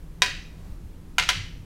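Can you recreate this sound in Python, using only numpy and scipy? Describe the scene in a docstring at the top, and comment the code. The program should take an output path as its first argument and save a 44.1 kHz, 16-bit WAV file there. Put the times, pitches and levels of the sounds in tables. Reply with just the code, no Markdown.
"""Two wooden canes clack together three times in a partner drill, close by in a carpeted hall.
Each blow is a hard crack, and the canes bend and ring briefly at many pitches. Near walls throw
the crack back, and the hall rings on for about half a second. Underneath are the rumble and hum
of ventilation, a swish of sleeves and two soft steps that make the floor boom."""
import sys
import numpy as np
from scipy import signal
from scipy.fft import rfft, irfft
from scipy.io import wavfile
from scipy.ndimage import uniform_filter1d

SR = 44100
rng = np.random.default_rng(int(sys.argv[2]) if len(sys.argv) > 2 else 0)


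def dump(signal):
    """Clip the signal to [-1, 1] and save it as 16-bit WAV at the path in sys.argv[1]."""
    limited = np.clip(np.atleast_2d(signal).T, -1, 1)
    pcm = np.round(limited * 32767).astype(np.int16)
    wavfile.write(sys.argv[1], SR, pcm)


N = 72765

# Table levels are relative. A "fade" is the time a sound takes to drop by 60 dB.
# tone colour of the faint hiss (f/Hz, level/dB)
HISS_COLOUR = [(150, 1), (200, -3.5), (316, -4.5), (400, -11), (480, -12), (600, -17.5), (1270, -22),
               (1740, -25), (5000, -33), (12800, -36.5), (16000, -46)]
# tone colour of the ventilation rumble (f/Hz, level/dB)
RUMBLE_COLOUR = [(12, 0), (30, 7), (55, 1), (90, -3), (130, -10.5), (180, -12), (260, -36.5), (500, -51)]
# how the rumble swells and sinks (t/s, level/dB)
RUMBLE_SWELL = [(0, -37), (.12, -41), (.33, -39), (.45, -41.5), (.6, -39), (.71, -35.5), (.78, -41),
                (.87, -37.5), (1.02, -43.5), (1.2, -38.5), (1.4, -39), (1.65, -42)]
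# tone colour of rubbing cloth (f/Hz, level/dB)
CLOTH_COLOUR = [(150, -13.5), (400, 3), (1200, -4), (3000, -11.5), (8000, -17.5), (16000, -36.5)]
# sleeve swishes (middle t/s, half length/s, level/dB)
SLEEVE_SWISHES = [(0.65, 0.13, -58.5), (0.894, .08, -79.5)]
# footsteps (t/s, level/dB)
FOOTSTEPS = [(1.353, -27.5), (1.55, -35)]
# deep tones of the floor (f/Hz, fade/s, level/dB)
FLOOR_TONES = [(50, 0.25, -25), (94, 0.427, 1.5), (122.3, 0.336, 0), (158.7, 0.084, 11.5)]
# how the hall rings on at each pitch (f/Hz, fade/s, level/dB)
HALL_BANDS = [(205, 0.42, -3), (466, 0.3, 9), (986, 0.42, -3), (1590, 0.48, -1), (2360, 0.55, 1),
              (3840, 0.49, .5), (5910, 0.54, -4), (10500, .34, -3), (16000, 0.24, 3.5)]
# echoes from walls and ceiling, one list per blow as the canes change place (delay/s, level/dB)
WALL_ECHOES = [
    [(.0013, -1), (.0048, -3), (.0146, -8), (0.027, -12), (.041, -8.5)],
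    [(.0013, -4), (.0058, -10), (.0138, 1), (.0418, -7), (.0532, -9.5)],
    [(.0022, -4), (.0055, -6.5), (.0102, -2), (.0135, -5), (.0185, -8)],
]
# tone colour of the crack (f/Hz, level/dB)
CRACK_COLOUR = [(100, -33), (280, -26.5), (450, -18), (800, -13), (1150, -9), (1550, -1.5), (2300, 0.5),
                (3200, -2), (4500, -3), (6000, -5.5), (8500, -9), (12500, -14), (16000, -17)]
# tone colour of the thin tick as the canes touch (f/Hz, level/dB)
TICK_COLOUR = [(1000, -22.5), (4000, -3.5), (7500, -3), (8700, -4.5), (10200, 3), (12000, -5.5),
               (16000, -11)]
# bending tones of the canes; the spot that is hit sets how hard each rings
# (f/Hz, fade/s, level/dB in blow 1, level/dB in blow 2, level/dB in blow 3)
CANE_TONES = [(403, 0.22, -41, -48.5, -51), (543, 0.153, -37, -42.5, -46.5), (741, 0.091, -31, -30.5, -31),
              (998, .105, -21.5, -23, -25.5), (1397, 0.049, -52.5, -19.5, -19.5), (1520, .1, -38, -23, -31),
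              (1640, 0.11, -31.5, -27, -29), (1977, 0.036, -13, -21, -53), (2098, 0.076, -27.5, -18, -22),
              (2442, 0.053, -14.5, -27, -32), (2976, 0.037, -38, -17, -18), (3233, 0.046, -19, -25, -35),
              (3277, 0.064, -18.5, -38.5, -18.5), (3745, 0.052, -15, -52, -34),
              (4425, 0.049, -28, -25, -30), (4760, .07, -23.5, -44, -30.5), (5325, 0.13, -27.5, -53, -38),
              (5790, 0.03, -16.5, -56, -19), (6480, 0.035, -47, -22.5, -29), (7380, 0.045, -39, -45, -33)]
# the blows (t/s, crack level/dB, ring level/dB, treble corner f/Hz, tick level/dB, hall level/dB)
CANE_BLOWS = [(0.2202, 0, 1.5, 6270, -5, 1), (1.1832, -2, 0, 6240, -3, 3),
              (1.2896, -1.5, 1.5, 6400, -0.5, 2)]

HISS_DB, HUM_DB, HUM_HZ, HUM_WIDTH_HZ = -52, -51.5, 160.5, 32.4
STEP_RISE_S, ROOM_RISE_S = 0.033, 0.0097
CRACK_GAIN_DB, BODY_GAIN_DB, RING_GAIN_DB = 9, 4.5, 0.5
HALL_GAIN_DB, HALL_RING_GAIN_DB, SCATTER_GAIN_DB, SCATTER_TICK_GAIN_DB = 2, -18, 2, -7
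BODY_FADE_S, TICK_FADE_S, SCATTER_FADE_S = 0.027, 0.018, 0.054
ECHO_TOP_HZ, TOP_HZ = 9000, 15800


def undb(db):
    """Turn decibels into a factor to multiply by."""
    return 10 ** (np.asarray(db) / 20)


def unit_energy(x):
    """Scale a sound so that its total energy is 1."""
    return x / np.sqrt(np.sum(x ** 2))


def fade(t, fade_s):
    """Die away by 60 dB every fade_s seconds."""
    return np.exp(-np.log(1000) * t / fade_s)


def tone(t, hz, fade_s, db):
    """One pure tone that dies away."""
    return undb(db) * fade(t, fade_s) * np.sin(2 * np.pi * (hz * t + rng.random()))


def delay(x, s):
    """Start a sound s seconds later."""
    return np.concatenate([np.zeros(max(int(s * SR), 0)), x])[:N]


def through(x, response):
    """Give a sound the ring or echo of another (convolution)."""
    return signal.fftconvolve(x, response)[:N]


def look_up(hz, table, column=1):
    """Read a table at any pitch, gliding between its rows."""
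    table = np.array(table)
    return np.interp(np.log(hz + 1), np.log(table[:, 0]), table[:, column])


def noise(gain):
    """Noise of average power 1; gain(hz) sets how strong each frequency is."""
    spectrum = rfft(rng.standard_normal(N)) * gain(np.fft.rfftfreq(N, 1 / SR))
    return np.sqrt(N) * unit_energy(irfft(spectrum, N))


def coloured_noise(colour):
    """Noise with the tone colour given in a table."""
    return noise(lambda hz: undb(look_up(hz, colour)))


def click(colour, corner_hz, size=2048):
    """A click with a given tone colour; a softer contact has a lower treble corner."""
    hz = np.fft.rfftfreq(size, 1 / SR)
    gain = undb(look_up(hz, colour)) / np.hypot(1, (hz / corner_hz) ** 2)
    # pack the energy at the very start, keeping the colour (minimum phase)
    index = np.arange(size)
    fold_forward = 1 + np.sign(size / 2 - index) * (index > 0)
    return irfft(np.exp(rfft(irfft(np.log(gain)) * fold_forward)))


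def dense_ring(envelope):
    """Countless tones ringing at once: a burst of noise, evened out so that no pitch stands out."""
    x = rng.standard_normal(N) * envelope
    for _ in range(4):
        spectrum = rfft(x)
        nearby_power = uniform_filter1d(abs(spectrum) ** 2, size=120)
        x = irfft(spectrum / np.sqrt(nearby_power + 1e-18), N)
        x = x * np.minimum(1, envelope * 20)  # keep the burst short
    return unit_energy(x)


def ventilation(t):
    """Ventilation hums and rumbles in slow swells, with a faint hiss."""
    hum = noise(lambda hz: 1 / (1 + (2 * (hz - HUM_HZ) / HUM_WIDTH_HZ) ** 2))
    hiss = noise(lambda hz: undb(look_up(hz, HISS_COLOUR)) * (hz > HISS_COLOUR[0][0]))
    swell = undb(np.interp(t, *np.array(RUMBLE_SWELL).T))
    rumble = coloured_noise(RUMBLE_COLOUR) * swell
    return undb(HISS_DB) * hiss + rumble + undb(HUM_DB) * hum


def sleeves(t):
    """Cloth swishes as the arms swing round."""
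    swings = sum(undb(db) * np.exp(-((t - middle) / half) ** 2) for middle, half, db in SLEEVE_SWISHES)
    return coloured_noise(CLOTH_COLOUR) * swings


def steps(t):
    """Soft steps make the carpeted floor boom."""
    boom = sum(tone(t, hz, fade_s, db) for hz, fade_s, db in FLOOR_TONES)
    soft_start = 1 - np.exp(-t / STEP_RISE_S)
    return sum(delay(undb(db) * boom * soft_start, start) for start, db in FOOTSTEPS)


def hall_tail(t):
    """Countless echoes blur into a tail that lasts longest at upper middle pitches."""
    hz = np.fft.rfftfreq(N, 1 / SR)
    spectrum, tail = rfft(rng.standard_normal(N)), 0
    for centre in 125 * 2 ** (np.arange(15) / 2):  # bands half an octave apart
        band_shape = np.maximum(1 - 2 * abs(np.log2((hz + 1) / centre)), 0)
        band = irfft(spectrum * band_shape, N)
        fade_s, db = look_up(centre, HALL_BANDS), look_up(centre, HALL_BANDS, column=2)
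        tail = tail + band * fade(t, fade_s) * undb(db)
    return unit_energy(tail * (1 - np.exp(-t / ROOM_RISE_S)))


def reverberation(t, pulse, tick, ring, hall_db):
    """A blow bounces around the room: first a quick scatter of echoes, then the longer tail."""
    scatter_shape = fade(t, SCATTER_FADE_S) * (1 - np.exp(-t / ROOM_RISE_S))
    scatter = undb(SCATTER_GAIN_DB) * dense_ring(scatter_shape)
    tail = undb(HALL_GAIN_DB + hall_db) * hall_tail(t)
    return (through(scatter + tail, pulse)
            + undb(SCATTER_TICK_GAIN_DB) * through(scatter, tick)
            + undb(HALL_RING_GAIN_DB) * through(tail, ring))


def wall_echoes(crack, echoes):
    """Near walls and the ceiling throw back slightly duller copies of the crack."""
    dulled = signal.lfilter(*signal.butter(2, ECHO_TOP_HZ, fs=SR), crack)
    return sum(undb(db) * delay(dulled, lag) for lag, db in echoes)


def canes(t):
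    """Wood hits wood with a crack and a tick, the bent canes ring, and the room answers."""
    out = 0
    for blow, (start, crack_db, ring_db, corner_hz, tick_db, hall_db) in enumerate(CANE_BLOWS):
        pulse = undb(CRACK_GAIN_DB + crack_db) * click(CRACK_COLOUR, corner_hz)
        body = undb(BODY_GAIN_DB) * through(dense_ring(fade(t, BODY_FADE_S)), pulse)
        crack = np.pad(pulse, (0, N - len(pulse))) + body
        tick = undb(tick_db) * through(dense_ring(fade(t, TICK_FADE_S)), click(TICK_COLOUR, TOP_HZ))
        bending = sum(tone(t, hz, fade_s, levels[blow]) for hz, fade_s, *levels in CANE_TONES)
        ring = undb(RING_GAIN_DB + ring_db) * bending
        room = wall_echoes(crack, WALL_ECHOES[blow]) + reverberation(t, pulse, tick, ring, hall_db)
        out = out + delay(crack + tick + ring + room, start)
    return out


def scene():
    """Canes, steps and sleeves over the ventilation, in one channel."""
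    t = np.arange(N) / SR
    return (canes(t) + steps(t) + sleeves(t) + ventilation(t))[None]


def record(dry):
    """A small camera rounds off the loudest peaks and cuts the highest treble."""
    treble_cut = signal.ellip(10, .2, 90, TOP_HZ, fs=SR, output="sos")
    return signal.sosfilt(treble_cut, np.tanh(dry))


dry = scene()
out = record(dry)
dump(out)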